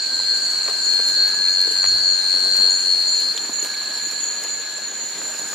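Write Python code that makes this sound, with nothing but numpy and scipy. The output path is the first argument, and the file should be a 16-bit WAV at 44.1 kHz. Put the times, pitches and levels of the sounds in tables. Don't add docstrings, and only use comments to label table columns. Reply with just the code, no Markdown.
import sys
import numpy as np
from scipy import signal
from scipy.io import wavfile
from scipy.ndimage import uniform_filter1d

SR = 44100
rng = np.random.default_rng(int(sys.argv[2]) if len(sys.argv) > 2 else 0)


def natural_amplitude(level_db):
    exponent = np.asarray(level_db, float) / 20
    return 10 ** exponent


def digitize_waveform(pressure):
    field = np.atleast_2d(pressure).T
    bounded = np.clip(field, -1, 1)
    quanta = np.round(bounded * 32767).astype(np.int16)
    wavfile.write(sys.argv[1], SR, quanta)


N = 244314
STEP = 20
SLOW_T = np.arange(N // STEP + 1) * STEP / SR
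TIME = np.arange(N) / SR

NEAR_HZ, NEAR_STROKES, NEAR_STOP_S = 4255, 92.4, 3.315
FAR_HZ, HIGH_HZ = 4270, 7050
SOUND_M_PER_S = 343
FAR_JOIN_S, FAR_HUSH_DB = 3.1, -2
TREBLE_SHARE, LOW_SHARE = 0.98, 0.55
CALM_DB = -97

# (time [s], frequency [Hz])
NEAR_WING = [(0, 4265.5), (1, 4258), (3.3, 4240.5)]
# (time [s], level [dB])
NEAR_LEVEL = [(0, -1), (.5, 0), (.8, -0.5), (1, 2), (1.4, 1.5), (1.95, 2.5), (2.5, 1), (2.75, 4),
              (2.95, 1.5), (3.3, 4)]
# (line number [1], level [dB])
NEAR_LINES = [(-3, -47), (-2, -36), (-1, -27.3), (0, -23), (1, -24), (2, -29), (3, -35.5), (4, -45),
              (5, -50), (6, -53)]
# (time [s], level [dB])
OVERTONE = [(0.0, -55), (0.51, -50), (0.58, -53), (2.57, -36), (3.31, -42.5)]
# (extra path [m], closing speed [m/s], level [dB])
PATHS = [(0.0341, -0.0179, -21.3), (0.0707, 0.0835, -18.5), (0.1168, -0.155, -18.0), (0.191, 0.1765, -13.8),
         (0.2062, 0.0617, -12.4), (0.2476, -0.4447, -23.6), (0.3266, 0.0049, -9.5), (0.3674, 0.1214, -9.1),
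         (0.3717, 0.1447, -20.3), (0.3919, 0.2777, -20.1), (0.3967, -0.1072, -18.3),
         (0.4098, 0.2202, -21.5), (0.5744, 0.2597, -21.9), (0.6966, -0.0373, -17.5),
         (0.7187, -0.2595, -19.1), (0.7885, -0.3066, -17.9), (0.8718, 0.1924, -21.6),
         (1.0887, -0.3901, -22.0), (1.3211, 0.0947, -20.4), (1.3903, -0.0699, -17.9),
         (1.8104, -0.1477, -21.4), (1.8676, -0.2055, -19.0), (1.9497, 0.0037, -19.8),
         (2.5473, -0.415, -23.1), (2.6392, -0.1615, -14.6), (2.7509, -0.1703, -12.6),
         (2.7623, 0.0214, -20.6), (2.8664, -0.0308, -19.8), (2.9862, -0.304, -23.3),
         (3.6221, 0.0388, -12.5)]
# (wing tone [Hz], strokes [1/s], level before turn [dB], level after [dB], turn [s])
FAR = [
    (4258, 91.5, 0, -12, 4.4),
    (4290, 97, -1, -6, 4.6),
    (4226, 96.5, -7, 0, 4.5),
    (4285, 93, -6, -3, 4.2),
]
# (time [s], level [dB])
FAR_EARLY = [(0, -24.5), (1, -26), (2, -27), (3, -29)]
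# (time [s], level [dB])
FAR_LATE = [(3.4, -26.5), (3.41, -28.5), (3.86, -26), (4.71, -31.5), (4.8, -30), (4.92, -34.5), (5.07, -33),
            (5.54, -35.5)]
# (time [s], half of left-right difference [dB])
FAR_PAN = [(3, -2), (3.5, 0.4), (4.25, -1), (4.45, 3), (4.8, 1.5), (5, 0.5), (5.3, 2)]
# (time [s], lower line level [dB], upper line level [dB])
LOW = [(0.0, -43, -42.5), (0.08, -41.5, -57), (0.35, -38, -44), (0.52, -44, -49), (1.27, -39, -40),
       (1.39, -42, -37), (1.82, -40, -43.5), (2.25, -43.5, -44.5), (2.84, -42, -46.5), (2.93, -50.5, -48.5),
       (3.39, -48, -48.5), (3.56, -62, -46), (3.66, -45, -41), (4.47, -54, -43.5), (4.72, -49, -40.5),
       (5.06, -50, -49.5), (5.52, -44, -43.5), (5.54, -51, -46)]
# (time [s], frequency [Hz])
LOW_TONE = [(0, 1577.9), (3.1, 1577.9), (3.4, 1580.2)]
# (wing tone [Hz], left-right at start [dB], drift [dB/s])
CALLERS = [
    (6850, .5, -.75),
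    (6890, 1, -.6),
    (7060, -.8, -.55),
    (7205, 4.5, -1.5),
]
# (time [s], length [s], level [dB])
LOWEST = [
    (0, 0.034, -51),
    (0.399, 0.12, -35),
    (1.01, 0.13, -33.5),
    (1.26, 0.27, -38),
    (1.48, .09, -37),
    (2.2, 0.16, -41),
    (3.64, 0.096, -37.5),
    (4.299, 0.3, -34),
    (4.806, .13, -34.5),
    (4.979, 0.076, -28),
]
# (time [s], length [s], level [dB])
LOUDEST = [
    (0.628, 0.044, -30.5),
    (.83, 0.064, -26.5),
    (1.811, 0.071, -26.5),
    (2.02, .16, -29),
    (2.689, 0.11, -26),
    (3.05, 0.13, -28.5),
    (3.518, 0.1, -26.5),
    (4.02, 0.051, -30),
    (4.19, 0.092, -24),
    (5.37, 0.15, -31.5),
]
# (time [s], length [s], level [dB])
MIDDLE = [(0, 0.029, -34.5), (.14, 0.058, -35.5), (0.329, 0.12, -32.5), (0.798, 0.095, -31),
          (1.02, 0.082, -33), (1.299, 0.071, -32), (2.29, 0.15, -37.5), (2.48, 0.12, -32.5),
          (2.73, 0.14, -34), (3.09, 0.12, -34), (3.331, 0.14, -29.5), (3.991, 0.13, -31),
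          (4.229, 0.185, -32.5), (4.461, 0.088, -28.5), (4.641, 0.22, -53), (4.932, 0.19, -32.5),
          (5.17, 0.17, -28.5), (5.43, 0.1, -43)]
# (time [s], length [s], level [dB])
HIGHEST = [(.12, 0.054, -32.5), (0.571, 0.1, -37), (0.767, 0.057, -31.5), (1.032, 0.16, -36.5),
           (1.51, 0.075, -37), (1.661, 0.15, -31.5), (2.58, 0.22, -36), (2.781, 0.056, -34.5),
           (3.04, 0.11, -30), (3.521, 0.086, -32), (3.801, 0.17, -34.5), (4.129, 0.11, -31),
           (4.47, 0.16, -37), (4.69, 0.15, -36), (5.08, 0.23, -40), (5.43, .11, -37)]
# (time [s], level [dB])
FAINT = [(0, -48), (.3, -46), (.6, -46), (.9, -47), (1.1, -52), (1.3, -75)]
# (frequency [Hz], density [dB/Hz])
HISS = [(40, -40), (90, -39), (130, -14), (250, -1.5), (450, -0.5), (1000, -2.5), (3000, -3.5),
        (3800, -2.5), (5000, -3.5), (5900, -6), (7600, -6), (9500, -10.5), (13000, -16), (15700, -20.5)]
# (frequency [Hz], coherence [1])
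SAME = [(60, 0.28), (130, 0.66), (290, 0.94), (640, 0.88), (1410, 0.83), (3100, 0.62), (6820, 0.27),
        (15000, 0.044)]
# (time [s], level [dB])
STIR = [(0, -5), (.21, -1), (1.17, 1.5), (1.5, -1), (1.96, 2), (2.13, -2.5), (2.3, 1.5), (3.9, -0.1),
        (4.94, -3.5), (5.54, 4.5)]
# (time [s], peak level [dB], rise [s], fall [s])
GUSTS = [
    (.21, -53.5, 0.14, 0.33),
    (1.17, -59.5, 0.2, 0.35),
    (1.96, -43.5, 0.15, 0.069),
    (5.5, -72, .6, .3),
]
# (time [s], peak level [dB], pitch [Hz], ring t60 [s])
DRIPS = [(0.198, -28.5, 1000, 0.019), (0.686, -30, 437, 0.03), (0.995, -26, 466, 0.026),
         (1.278, -32, 850, 0.02), (1.338, -29.5, 1060, 0.012), (1.495, -35, 500, 0.025),
         (1.656, -27.5, 430, 0.017), (1.674, -20, 460, 0.019), (1.711, -32, 435, 0.04),
         (1.845, -31, 1260, 0.02), (1.917, -32, 342, 0.025), (2.241, -39, 785, 0.022),
         (2.34, -38, 615, 0.025), (2.637, -30, 458, 0.026), (2.679, -30.5, 910, 0.022),
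         (3.346, -34, 440, 0.039), (3.493, -25.5, 270, 0.03), (3.626, -24.5, 383, 0.021),
         (3.814, -33, 1070, 0.021), (4.067, -34, 355, 0.03), (4.13, -37, 483, 0.02),
         (4.782, -33.5, 616, 0.028)]
# (time [s], peak level [dB], pitch [Hz], ring t60 [s])
TICKS = [(1.1004, -24, 3580, 0.0035), (1.2805, -25, 2590, 0.0035), (2.168, -27, 3400, 0.0035),
         (2.324, -22, 3480, 0.0035), (2.554, -24, 2220, 0.0033), (3.376, -10, 3480, 0.0041),
         (3.377, -21, 5140, 0.004), (3.647, -19, 2930, 0.0035), (3.739, -29, 2280, 0.02),
         (3.9893, -26, 3390, 0.0035), (4.444, -22, 2680, 0.0035), (5.343, -20, 2550, 0.0031),
         (5.3926, -30, 3490, 0.0035)]
# (time [s], peak level [dB], rustle relative to it [dB], rustle length [s])
SNAPS = [(0.372, -29, -14, 0.016), (0.4479, -41, -14, 0.03), (0.516, -32, -10.5, 0.033),
         (0.905, -37.5, -17, 0.03), (1.085, -25.5, -12.5, 0.039), (1.278, -25, -16, 0.036),
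         (1.396, -40, -14, 0.028), (1.615, -22, -23, 0.027), (1.718, -27, -13, 0.031),
         (1.964, -36, -14, 0.024), (2.567, -24, -17, 0.039), (3.204, -26, -16, 0.03),
         (3.377, -29, -17, 0.026), (3.647, -21.5, -12.5, 0.041), (3.745, -28, -25, 0.026),
         (3.983, -33, -16, 0.033), (4.114, -30, -11, 0.03), (4.414, -35, -14, 0.03),
         (4.438, -20.5, -20, 0.032), (5.113, -38, -14, 0.03), (5.394, -30, -14, 0.026),
         (5.5204, -33, -15, 0.03)]
# (time [s], peak level [dB], centre frequency [Hz])
BREAKS = [(.6622, -21, 1900), (0.6643, -36, 500), (.6776, -27, 1700), (0.6784, -24, 1700),
          (0.6824, -18.5, 1400), (0.684, -19, 900), (0.691, -39, 600), (.6965, -25, 1020),
          (.699, -23, 1200), (0.702, -31, 800), (.9965, -26, 900), (1.001, -25, 1200), (1.6745, -29, 910),
          (1.252, -34, 1500), (1.282, -32, 1200), (1.3422, -27, 1200), (1.348, -26, 1100),
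          (1.499, -35, 910), (1.833, -21, 1500), (1.8429, -13, 1290), (1.8472, -24, 1100),
          (1.851, -26, 1200), (1.8607, -17, 1800), (2.3426, -24, 1500), (2.446, -28, 1200),
          (2.459, -25, 700), (2.5534, -21, 1400), (3.3623, -29, 3120), (3.453, -24, 1200),
          (3.588, -27, 1000), (5.2172, -21, 1300), (5.256, -27, 1000), (5.298, -31, 605), (5.348, -30, 500),
          (5.394, -29, 1000), (5.452, -28, 900), (5.529, -27, 900), (5.5325, -22, 1200)]
# (time [s], length [s], level [dB], centre frequency [Hz])
CRACKLES = [(0.686, 0.035, -40, 800), (1.846, 0.012, -49, 1100), (2.341, 0.12, -46, 450),
            (2.435, 0.056, -42, 500), (2.587, 0.022, -41.5, 426), (2.653, 0.0085, -43, 520),
            (3.426, 0.025, -49, 397), (3.493, 0.0093, -36, 700), (3.646, 0.02, -38.5, 800),
            (4.444, 0.024, -41, 800), (1.956, 0.011, -47, 95), (5.247, 0.073, -48, 597)]


def evened(x):
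    return x / np.sqrt(np.mean(abs(x) ** 2) + 1e-20)


def curve(rows, t, order=1):
    rows = np.array(rows, float)
    return np.interp(t, rows[:, 0], rows[:, order])


def spectrum(rows, hz):
    rows = np.array(rows)
    return np.interp(np.log(hz + 1), np.log(rows[:, 0]), rows[:, 1])


def add(mix, s, sound):
    part = mix[:, round(s * SR):][:, :sound.shape[1]]
    part += sound[:, :part.shape[1]]


def drift(width_hz, order=4):
    hz = np.fft.fftfreq(len(SLOW_T), STEP / SR)
    z = rng.standard_normal((len(hz), 2)) @ [1, 1j]
    return evened(np.fft.ifft(z / (1 + abs(2 * hz / width_hz) ** order)))


def turning(hz):
    return np.exp(2j * np.pi * hz * SLOW_T)


def carry(base, hz):
    full = signal.resample(base, base.shape[1] * STEP, axis=1)[:, :N]
    cycles = np.cumsum(hz * np.ones(N)) / SR
    return np.sqrt(2) * (full * np.exp(2j * np.pi * cycles)).real


def trill(lines, strokes, start, sweep, wander, blur, blur_hz, apart):
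    base = np.zeros((2, len(SLOW_T)), complex)
    for k, gain in lines:
        cycles = k * (strokes * SLOW_T + start) + sweep * k * k + wander * drift(3.0).real
        steady = np.exp(2j * np.pi * cycles)
        shared = 1 + blur * drift(blur_hz)
        echo = drift(4.9)
        side = apart * (.35 * echo.real + 1.3j * echo.imag) * shared
        base += gain * steady * np.array([shared + side, shared - side])
    return base


def through_leaves(hz):
    total = 0
    for metres, speed, db in PATHS:
        cycles = (NEAR_HZ * speed * SLOW_T - hz * metres) / SOUND_M_PER_S
        total = total + natural_amplitude(db) * np.exp(2j * np.pi * cycles)
    return total


def near_cricket():
    on = natural_amplitude(-60 * np.maximum(SLOW_T - NEAR_STOP_S, 0) / 0.22)
    level_db = curve(NEAR_LEVEL, SLOW_T)
    lines = [(k, natural_amplitude(db + level_db) * through_leaves(NEAR_HZ + k * NEAR_STROKES)) for k, db in NEAR_LINES]
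    body = trill(lines, NEAR_STROKES, start=.72, sweep=.07, wander=.02, blur=.13, blur_hz=60, apart=.45)
    body += natural_amplitude(-37.0) * np.array([drift(1040.0), drift(620.0)]) * turning(330)

    lines = [(k, np.exp(-.5 * ((k - 1.1) / 2.44) ** 2)) for k in range(-4, 8)]
    smear = np.interp(SLOW_T, [.7, 1.9], [2.2, .4])
    top = trill(lines, NEAR_STROKES, start=0.72, sweep=0.039, wander=0.052,
                blur=smear, blur_hz=78.6, apart=0.25)
    top = evened(top) * natural_amplitude(curve(OVERTONE, SLOW_T)) * on ** 2

    wing = curve(NEAR_WING, TIME)
    song = carry(body * on, wing) + carry(top, 2 * wing) + natural_amplitude(-21) * carry(top, 3 * wing)
    return natural_amplitude([[1.8], [-2.6]]) * song


def far_crickets():
    base = 0
    for hz, strokes, before_db, after_db, turn in FAR:
        lines = [(k, np.exp(-.5 * ((k - .1) / 1.73) ** 2) + 0.011) for k in range(-4, 6)]
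        one = trill(lines, strokes, start=rng.random(), sweep=0.042, wander=0.59,
                    blur=0.98, blur_hz=39.0, apart=0.5)
        level_db = np.interp(SLOW_T, [turn - .2, turn + 0.25], [before_db, after_db])
        if strokes > 95:
            level_db = level_db + FAR_HUSH_DB * np.clip(FAR_JOIN_S - SLOW_T, 0, 1)
        base = base + natural_amplitude(level_db) * one * turning(hz - FAR_HZ)
    power = uniform_filter1d((abs(base) ** 2).mean(0), size=500)
    pan_db = curve(FAR_PAN, SLOW_T)
    level_db = curve([*FAR_EARLY, *FAR_LATE], SLOW_T)
    base *= natural_amplitude(level_db + np.array([pan_db, -pan_db])) / np.sqrt(power)
    return carry(base, FAR_HZ)


def low_trill():
    lower = natural_amplitude(curve(LOW, SLOW_T, order=1) + 0.8)
    upper = natural_amplitude(curve(LOW, SLOW_T, order=2) + 0.8)
    below = natural_amplitude(-17) * lower + natural_amplitude(-63)
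    above = natural_amplitude(np.interp(SLOW_T, [2, 3, 4.5, 5], [-59, -52, -57, -59]))
    lines = [(-1, below), (0, lower), (1, upper), (2, above)]
    base = trill(lines, 98.7, start=.02, sweep=.01, wander=.3, blur=.36, blur_hz=65, apart=.25)
    pan_db = np.interp(SLOW_T, [2.8, 4.8], [-2.6, -.4])
    return carry(base * natural_amplitude([pan_db, -pan_db]), curve(LOW_TONE, TIME))


def high_callers():
    haze = np.array([drift(320.0, order=2), drift(350.0, order=2)])
    base = natural_amplitude(-37.0) * haze * turning(6900 - HIGH_HZ)
    shared, left, right = (drift(73.0, order=2) for _ in range(3))
    t = SLOW_T[:1500] - .01
    beats = 1 + 0.082 * np.cos(2 * np.pi * 28 * t)
    for (hz, pan_db, slide_db), chirps in zip(CALLERS, (LOWEST, LOUDEST, MIDDLE, HIGHEST)):
        steady = .3 if hz > 7000 else .45
        partner = 1 + (hz < 7000) * 0.18 * np.exp(-2j * np.pi * 90 * t)
        tone = beats * partner * np.exp(2j * np.pi * (hz - HIGH_HZ) * t)
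        for s, length, db in chirps:
            at = rng.integers(0, len(SLOW_T) - len(t))
            cut = slice(at, at + len(t))
            fading = steady + shared[cut] + 1.11 * np.array([left[cut], right[cut]])
            after = np.maximum(t - length, 0)
            decay = 0.58 * natural_amplitude(-60 * after / 0.058) + 0.51 * natural_amplitude(-60 * after / 1.0)
            shape = np.clip(t / 0.014 + .5, 0, 1) * decay
            half_db = .5 * (pan_db + slide_db * s)
            pan = natural_amplitude(db - 4.0 + half_db * np.array([[1], [-1]]))
            add(base, s / STEP, pan * shape * fading * tone)
    faint = 1.7 * np.array([drift(130., order=2), drift(130., order=2)])
    faint = faint * (1 + 0.24 * np.cos(2 * np.pi * 14 * SLOW_T)) * natural_amplitude(curve(FAINT, SLOW_T))
    return carry(base, HIGH_HZ) + carry(faint, 7890)


def hiss():
    frames = N // 128 + 5
    hz = np.fft.rfftfreq(512, 1 / SR)[:, None]
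    a, b, c, d, patches = rng.standard_normal((frames, 257, 5)).T
    patches = evened(uniform_filter1d(uniform_filter1d(patches, 8, 0), 14, 1))
    flicker = evened(uniform_filter1d(rng.standard_normal(frames), 5))
    stir = curve(STIR, np.arange(frames) * 128 / SR)
    treble = 1 / (1 + (5500 / (hz + 1)) ** 4)
    low = 1 / (1 + (hz / 1300) ** 3)
    level_db = spectrum(HISS, hz) + 1.43 * patches
    level_db += treble * (TREBLE_SHARE * stir + 1.3 * flicker) + low * LOW_SHARE * stir
    same = np.clip(spectrum(SAME, hz), -1, 1)
    left = a + 1j * b
    right = same * left + np.sqrt(1 - same ** 2) * (c + 1j * d)
    z = np.array([left, right]) * natural_amplitude(level_db)
    return natural_amplitude(-36) * evened(signal.istft(z, nperseg=512, noverlap=384)[1][:, :N])


def wind():
    band = signal.butter(2, [45, 105], "band", fs=SR, output="sos")
    air = evened(signal.sosfilt(band, rng.standard_normal((2, N))))
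    level = natural_amplitude(CALM_DB)
    for s, db, rise, fall in GUSTS:
        level = level + natural_amplitude(db) * np.exp(-abs(TIME - s) / np.where(TIME < s, rise, fall))
    return air * level * natural_amplitude([[3.], [-1.5]])


def drips():
    out, t = np.zeros((2, N)), np.arange(2000) / SR
    for s, db, hz, t60 in [*DRIPS, *TICKS]:
        ring = np.sin(2 * np.pi * hz * t) * natural_amplitude(-60 * t / max(t60, .002))
        ring *= 1 - np.exp(-t * hz * 1.64)
        bounces = np.zeros(700)
        bounces[rng.integers(60, 700, 4)] = rng.uniform(-0.049, 0.31, 4)
        bounces[0] = 1
        add(out, s + 0.000874, natural_amplitude(db + 4.0) * np.convolve(ring, bounces) * np.ones((2, 1)))
    return out


def snaps():
    out, t = np.zeros((2, N)), np.arange(-3000, 4000) / SR
    bright = signal.butter(1, [4500, 10000], "band", fs=SR)
    for s, db, rustle_db, length in SNAPS:
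        noise = rng.standard_normal((3, len(t)))
        swell = np.exp(-(t / np.where(t < 0, .6, 1) / max(length, .003)) ** 2)
        tick = (t >= 0) * np.exp(-abs(t) / 0.00091)
        stereo = noise[0] + 0.83 * noise[1:]
        sound = signal.lfilter(*bright, stereo * (tick + natural_amplitude(rustle_db) * swell))
        add(out, s - 3000 / SR, natural_amplitude(db + 2.0) * sound)
    return out


def breaks():
    out = np.zeros((2, N))
    for s, db, hz in BREAKS:
        band = signal.butter(2, [hz / 1.85, hz * 1.68], "band", fs=SR)
        click = signal.lfilter(*band, np.arange(400) == 0)
        add(out, s - .0003, -natural_amplitude(db) * click / abs(click).max() * np.ones((2, 1)))
    return out


def crackles():
    out, n = np.zeros((2, N)), np.arange(4000)
    for s, length, db, hz in CRACKLES:
        chance, size = rng.random((2, 4000))
        clicks = (chance < 900 / SR) * natural_amplitude(-22 * size)
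        clicks *= np.sign(size % .1 - .05)
        clicks = clicks * (n < length * SR) + (n == 0)
        band = signal.butter(2, [hz / 1.9, hz * 1.6], "band", fs=SR)
        sound = evened(signal.lfilter(*band, clicks)) * np.sqrt(length * SR / 4000)
        add(out, s, natural_amplitude(db) * sound * np.ones((2, 1)))
    return out


def scene():
    insects = near_cricket() + far_crickets() + low_trill() + high_callers()
    return insects + hiss() + wind() + drips() + snaps() + breaks() + crackles()


def band_limit(x):
    return signal.sosfilt(signal.butter(12, 15730, fs=SR, output="sos"), x)


def record(dry):
    bass_cut = signal.butter(2, 55, "high", fs=SR, output="sos")
    edge = signal.firwin(511, 15670, window=("kaiser", 9), fs=SR)
    mix = signal.oaconvolve(signal.sosfilt(bass_cut, dry), edge[None], "same")
    return band_limit(mix)


dry = scene()
out = record(dry)
digitize_waveform(out)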